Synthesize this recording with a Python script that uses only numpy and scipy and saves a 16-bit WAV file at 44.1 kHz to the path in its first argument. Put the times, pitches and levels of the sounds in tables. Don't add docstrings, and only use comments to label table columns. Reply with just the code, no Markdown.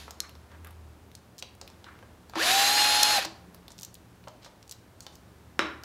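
import sys
import numpy as np
from scipy import signal
from scipy.fft import rfft, irfft
from scipy.io import wavfile
from scipy.ndimage import uniform_filter1d

SR = 44100
rng = np.random.default_rng(int(sys.argv[2]) if len(sys.argv) > 2 else 0)


def makeup_ratio(level_db):
    decades = np.asarray(level_db, float) / 20
    return 10 ** decades


def materialize(psi):
    bounded = np.clip(np.atleast_2d(psi).T, -1, 1)
    quanta = np.round(bounded * 32767).astype(np.int16)
    wavfile.write(sys.argv[1], SR, quanta)


N = 257835
T = np.arange(N) / SR


def level(x, db):
    return x * makeup_ratio(db) / np.sqrt(np.mean(x ** 2))


def colour(x, points):
    hz, db = np.transpose(points)
    f = np.fft.rfftfreq(len(x), 1 / SR)
    gain_db = np.interp(np.log(f + 1), np.log(hz), db, -90, -90)
    return irfft(rfft(x) * makeup_ratio(gain_db), len(x))


def band(x, hz, width):
    return signal.lfilter(*signal.iirpeak(min(hz, SR / 2.3), hz / width, SR), x)


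def walk(rate):
    k = int(SR / rate)
    steps = np.repeat(rng.standard_normal(N // k + 1), k)
    return uniform_filter1d(uniform_filter1d(steps, k), k)[:N]


def ring(modes, t):
    return sum((-1) ** k * makeup_ratio(db - 60 * t / t60) * np.sin(2 * np.pi * hz * t)
               for k, (hz, db, t60) in enumerate(modes))


def add(out, s, sound, db):
    i = int(s * SR)
    out[i:i + len(sound)] += (sound * makeup_ratio(db) / np.abs(sound).max())[:N - i]


# f/Hz, level/dB (per Hz)
AIR_COLOUR = [(15, -56.5), (25, -46.5), (45, -5.5), (70, -4), (123, -0.5), (141, -14), (166, -2.5),
              (223, -6.5), (384, -9.5), (516, -13), (863, -15), (1890, -22), (2050, -24), (11900, -37),
              (16000, -47)]
# t/s, level/dB
RUMBLE_LEVEL = [(0, -50), (.15, -56.5), (.7, -50.5), (1.45, -64.5), (2.7, -58.5), (3.25, -59), (3.45, -62),
                (4.6, -76), (5.85, -55)]
# start t/s, end t/s, f/Hz, level/dB
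FAR_TONES = [(0, 5.85, 116, -64), (3.3, 4.35, 175, -61), (4.9, 5.45, 388, -70), (0, 5.85, 12050, -83)]


def background():
    air = level(colour(rng.standard_normal(N), AIR_COLOUR), -55) * makeup_ratio(0.8 * walk(3))
    hiss = makeup_ratio(-71.5) * rng.standard_normal(N)
    hum_hz = 76 + 3.0 * walk(9)
    hum = np.sin(2 * np.pi * np.cumsum(hum_hz) / SR) * makeup_ratio(3 + 2.5 * walk(12))
    hum *= makeup_ratio(np.interp(T, *np.transpose(RUMBLE_LEVEL)))
    tones = np.zeros(N)
    for start, end, hz, db in FAR_TONES:
        fade = np.clip(np.minimum(T - start, end - T) / .08, 0, 1)
        tones += makeup_ratio(db + 2.5 * walk(12)) * np.sin(2 * np.pi * hz * T) * fade
    return air + hiss + hum + tones


# t/s, level/dB (peak), f/Hz (centre), dull part level/dB, sizzle level/dB
# part levels compare with the middle part, before 2 dB more for dull and 10 dB more for sizzle
TICKS = [(.080, -32, 2260, 26, -22), (.108, -24.5, 6200, -8.5, -18), (0.294, -35.5, 2930, -6, -14),
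         (0.353, -40, 3900, -1, -21), (.517, -42.5, 3040, 5, -22), (.647, -30.5, 1820, -5, -13.5),
         (.671, -33, 2540, 0, -8), (.708, -37, 2050, 2, -6), (1.116, -40.5, 2850, -15, -17),
         (1.152, -27.5, 5940, -35, -27), (1.382, -32, 6000, -30, -19), (1.388, -32.5, 4500, -29, -19),
         (1.399, -34.5, 6400, -29, -22), (1.425, -20.5, 3680, -12, -27), (1.551, -43, 7500, -30, -22),
         (1.614, -26, 4350, -10, -25), (1.677, -32.5, 3200, -13, -19), (1.701, -40, 5280, 0, -29),
         (1.843, -33.5, 3000, -4.5, -30), (1.99, -40.5, 2170, 2, -21), (2.027, -38, 2280, 15, -27),
         (2.297, -35.5, 4250, -2, -17), (2.336, -30.5, 1960, 11, -32), (2.356, -23, 3600, 9, -30),
         (3.249, -20.5, 4000, -4.5, -29), (3.252, -21.5, 5030, -10, -22), (3.546, -35.5, 4200, -1.5, -9),
         (3.681, -31.5, 3470, -10, -18), (3.705, -37.5, 5600, -1, -29), (3.719, -33, 6950, -28, -29),
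         (3.781, -35, 5500, -26, -20), (3.789, -29, 4630, -25, -21), (3.798, -32.5, 7700, -31, -27),
         (3.811, -30, 6000, -16, -18), (3.82, -32, 7560, -33, -21), (3.832, -22.5, 6000, -22, -17),
         (3.849, -25, 6760, -40, -17), (3.943, -31, 8250, -37, -20), (3.953, -33.5, 4000, -35, -17),
         (4.24, -43, 2820, -6, -27), (4.275, -36, 2200, 5, -33), (4.283, -34.5, 4550, -11, -26),
         (4.432, -42, 3300, -14, -22), (4.447, -37, 4730, -2, -22), (4.462, -39, 3630, 12, -30),
         (4.628, -38, 5030, -23, -27), (4.678, -40, 6400, -19, -28), (4.695, -30.5, 6300, -35, -28),
         (4.712, -23.5, 6160, -42, -26), (4.717, -26.5, 7000, -38, -31), (4.723, -27, 4700, -23, -15),
         (5.006, -28.5, 5740, -16, -22), (5.066, -28, 3300, -5.5, -25), (5.155, -36, 5740, -30, -15),
         (5.836, -30, 4370, -4, -17.5)]


def ticks():
    usual_ms, usual_db = 2.8, -33.5
    harder_longer = 0.15
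    near, far, t = np.zeros(N), np.zeros(N), T[:SR // 20]
    for s, db, hz, dull_db, sizzle_db in TICKS:
        ms = usual_ms * makeup_ratio(harder_longer * (db - usual_db))
        push = .45 * rng.standard_normal(len(t)) + (t == T[3]) * 4
        parts = ((hz, 1.06 * hz, 0, 1), (850, 1100, dull_db + 2.0, 1.8), (12000, 6500, sizzle_db + 10.0, 1))
        sound = np.zeros(len(t))
        for f, width, part_db, longer in parts:
            scrape = push * np.exp(-1000 * t / (ms * longer))
            sound += level(band(band(scrape, f, width), f, 0.85 * width), part_db)
        add(near, s, sound, db)
        add(far, s, sound, db - 7.5 + 0.16 * np.clip(dull_db, -30, 5))
    return near, far


# f/Hz, t/s (to fall by 60 dB)
WALL_RING = [(200, 0.5), (1000, 0.53), (4000, 0.39), (12000, 0.095)]


def room(x):
    t, tail = T[:SR], 0
    ring_hz, ring_s = np.transpose(WALL_RING)
    for hz in 125 * 2. 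** np.arange(8):
        t60 = np.interp(np.log(hz), np.log(ring_hz), ring_s)
        tail = tail + band(rng.standard_normal(SR), hz, hz * .7) * makeup_ratio(-60 * t / t60)
    tail = tail * (1 - np.exp(-t / 0.0011))
    return signal.fftconvolve(x, tail / np.sqrt(np.sum(tail ** 2)))[:N]


def strike(blows, modes, crack_hz, crack_db):
    out, t = np.zeros(N), T[:SR // 8]
    click = 1. * (t == 0)
    crack = band(band(click, crack_hz, 0.61 * crack_hz), crack_hz, 2.05 * crack_hz)
    sound = level(ring(modes, t), 0) + level(crack, crack_db)
    for s, db in blows:
        add(out, s, sound, db)
    return out


# t/s, level/dB (peak)
KNOCKS = [(.2033, -33.5), (5.5925, -5.5)]
# f/Hz, level/dB, t/s (to fall by 60 dB)
PLASTIC_RING = [(320, 3, 0.037), (586, -1, 0.016), (1200, 12.5, 0.01), (1390, 4, 0.027),
                (1920, -19, 0.0061), (2040, -7.5, 0.0065), (3000, -23, 0.012), (3900, -4, 0.034),
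                (5280, -5, 0.0098)]


def knock():
    return strike(KNOCKS, PLASTIC_RING, 1600, -0.95)


# t/s, level/dB (peak)
CLINKS = [(0.2036, -11.5), (3.0292, -20), (3.03, -5), (3.0316, -10), (3.0327, 0)]
# f/Hz, level/dB, t/s (to fall by 60 dB)
STEEL_RING = [(4280, 2, 0.013), (5240, -5.5, 0.011), (6620, -14.5, 0.016), (8870, -9, 0.0061),
              (10940, -9, 0.0094), (12740, -7.5, 0.0098)]


def clinks():
    return strike(CLINKS, STEEL_RING, 5540, 0.5)


# start t/s, length t/s (loudest after a third), f/Hz (centre), level/dB (rms of the grain before it swells)
SLIDES = [(0.23, 0.05, 1390, -49.5), (0.497, 0.089, 1340, -58), (0.657, 0.043, 1430, -57.5),
          (1.387, 0.016, 5500, -48), (1.415, 0.042, 550, -55), (1.612, 0.04, 546, -54),
          (1.851, 0.098, 1330, -51.5), (3.7, 0.029, 6000, -59), (4.27, 0.02, 740, -43.5),
          (4.415, 0.072, 3500, -58.5), (4.444, 0.02, 4400, -51.5), (5.02, 0.022, 6550, -55),
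          (5.12, 0.039, 6300, -59.5)]


def rubs():
    out = np.zeros(N)
    for s, length, hz, db in SLIDES:
        grain = rng.standard_normal(N) * makeup_ratio(3.2 * walk(160))
        x = np.maximum(T - s, 0) / length
        swell = 3 * x * np.exp(1 - 3 * x)
        out += level(band(band(grain, hz, .7 * hz), hz, hz), db) * swell
    return out


FREE_TURNS_HZ = 281.6
TRIGGER_S, EASE_S, BRAKE_S, STOP_S = 2.346, 3.11, 3.179, 3.256


def shaft():
    loose_s, loosen_s = 2.695, .042
    drag = 1 / (1 + np.exp(np.clip((T - loose_s) / loosen_s, -50, 50)))
    rise = np.tanh(np.maximum(T - TRIGGER_S, 0) / .091)
    held = .0068 * np.exp(-np.maximum(T - 3.03, 0) / .03)
    sag = 3400 * np.clip(T - EASE_S, 0, BRAKE_S - EASE_S) ** 2
    brake = np.exp(-np.maximum(T - BRAKE_S, 0) / .036)
    hz = (FREE_TURNS_HZ * rise * (1 - .047 * drag - held) - sag) * brake
    return hz, drag, 1 - rise ** 2


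def speed_law(law, speed_db, drag):
    db, per_db, drag_db = law
    return db + per_db * speed_db + drag_db * drag


def chorus(orders, turn):
    return sum(makeup_ratio(db + (1 - db / 7) * walk(45)) * np.sin(k * turn + k * k) for k, db in zip(*orders))


LOW_WHINE = ((1, 3, 5, 9), (-21, 0, -14, -15))
HIGH_WHINE = ((12, 13, 15, 16, 18, 19, 21, 24, 25, 27, 30, 36, 39, 45),
              (-16, -11, 0, -12, -9, -19, -22, -13, -21, -18, -19, -21, -26, -26))
DRAG_WHINE = ((24, 27, 30, 33, 42, 45, 48, 51), (-4, -6, -6, -2, -3, -5, -10, -12))
# level/dB at free speed, dB per dB of speed, dB added at full drag
LOW_WHINE_LAW = (-30, .6, -5)
HIGH_WHINE_LAW = (-25.8, 9, 1)


def whine(turn, speed_db, drag, torque):
    surge_db, die_s, ease_db = 11, .013, -6
    braked = np.maximum(T - BRAKE_S, 0) / die_s
    eased = np.clip((T - EASE_S) / (BRAKE_S - EASE_S), 0, 1)
    powered = (1 + makeup_ratio(surge_db) * braked) * np.exp(-braked ** 2) * makeup_ratio(ease_db * eased)
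    low = chorus(LOW_WHINE, turn) * makeup_ratio(speed_law(LOW_WHINE_LAW, speed_db, drag))
    high = chorus(HIGH_WHINE, turn) * makeup_ratio(speed_law(HIGH_WHINE_LAW, speed_db, drag))
    strain = chorus(DRAG_WHINE, turn) * drag * makeup_ratio(-36 + 3 * speed_db)
    mesh = makeup_ratio(4.5 * walk(50)) * np.sin(10.21 * turn)
    mesh *= makeup_ratio(-39 + 19 * torque + 1.3 * speed_db)
    return high + strain + (low + mesh) * powered


# f/Hz, level/dB (per Hz)
RATTLE_COLOUR = [(88, -40), (150, -21), (275, -13.5), (466, -17), (759, -6), (821, -17.5), (941, -8),
                 (1210, -9.5), (1720, -7.5), (2100, -9.5), (2450, -8), (4240, -5.5), (8900, -19.5),
                 (12200, -17.5), (16000, -35.5)]
# level/dB at free speed, dB per dB of speed, dB added at full drag
RATTLE_SPEED_LAW = (-26, .95, 2.2)


def gear_rattle(turn, speed_db, drag):
    teeth = rng.standard_normal(N) * makeup_ratio(np.minimum(.8 * rng.exponential(size=N), 9))
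    rattle = level(colour(teeth, RATTLE_COLOUR), 0)
    dull = signal.sosfilt(signal.butter(2, 6000, fs=SR, output="sos"), rattle)
    bright = (rattle - dull) * makeup_ratio(0.66 * speed_db)
    beat = (1 + .2 * np.sin(turn)) * makeup_ratio(.7 * walk(25) + 1.2 * walk(240))
    running = (dull + bright) * beat * makeup_ratio(speed_law(RATTLE_SPEED_LAW, speed_db, drag))
    slack = np.clip((T - BRAKE_S) / (STOP_S - BRAKE_S), 0, 1) * np.exp(-np.maximum(T - STOP_S, 0) / 0.0028)
    clatter = rattle * slack * makeup_ratio(-39.5 + 5.5 * walk(160))
    earlier_run = np.roll(rattle, N // 2) * makeup_ratio(-48 - 126 * T)
    return running + clatter + earlier_run


# t/s, level/dB (peak)
KICKS = [(2.363, -28.5), (3.258, -38.5)]


def handle_kicks():
    out, t = np.zeros(N), T[:SR // 4]
    sound = ring([(326.6, 0, 0.22)], t) * (1 - np.exp(-t / 0.0022))
    for s, db in KICKS:
        add(out, s, sound, db)
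    return out


# f/Hz, width f/Hz, level/dB (full boost)
SHELL_BOOSTS = [(781, 26, 13), (1740, 220, 7), (2550, 200, 5), (7000, 500, 4), (10100, 330, 9)]


def through_shell(x, share):
    return x + sum((makeup_ratio(share * db) - 1) * band(x, hz, width) for hz, width, db in SHELL_BOOSTS)


def drill():
    hz, drag, torque = shaft()
    speed_db = 20 * np.log10(hz / FREE_TURNS_HZ + 1e-5)
    turn = 2 * np.pi * np.cumsum(hz * (1 + .0006 * walk(60))) / SR
    singing = whine(turn, speed_db, drag, torque)
    rough = gear_rattle(turn, speed_db, drag) + handle_kicks()
    return through_shell(singing, 1) + through_shell(rough, .5)


def scene():
    motor, (near, far), slide = drill(), ticks(), rubs()
    clink, thump = clinks(), knock()
    echo = room(makeup_ratio(-18.0) * motor + far + makeup_ratio(-11.5) * slide + makeup_ratio(-14.5) * clink + makeup_ratio(-4.5) * thump)
    low_cut = signal.butter(2, 220, "high", fs=SR, output="sos")
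    mono = signal.sosfilt(low_cut, motor + near + slide + clink + thump + echo) + background()
    return np.array([mono, mono])


def band_limit(x):
    return signal.sosfilt(signal.butter(12, 16550, fs=SR, output="sos"), x)


def record(dry):
    top_cut = signal.ellip(8, .2, 60, 15700, fs=SR, output="sos")
    mix = signal.sosfilt(top_cut, dry)
    return band_limit(mix)


dry = scene()
out = record(dry)
materialize(out)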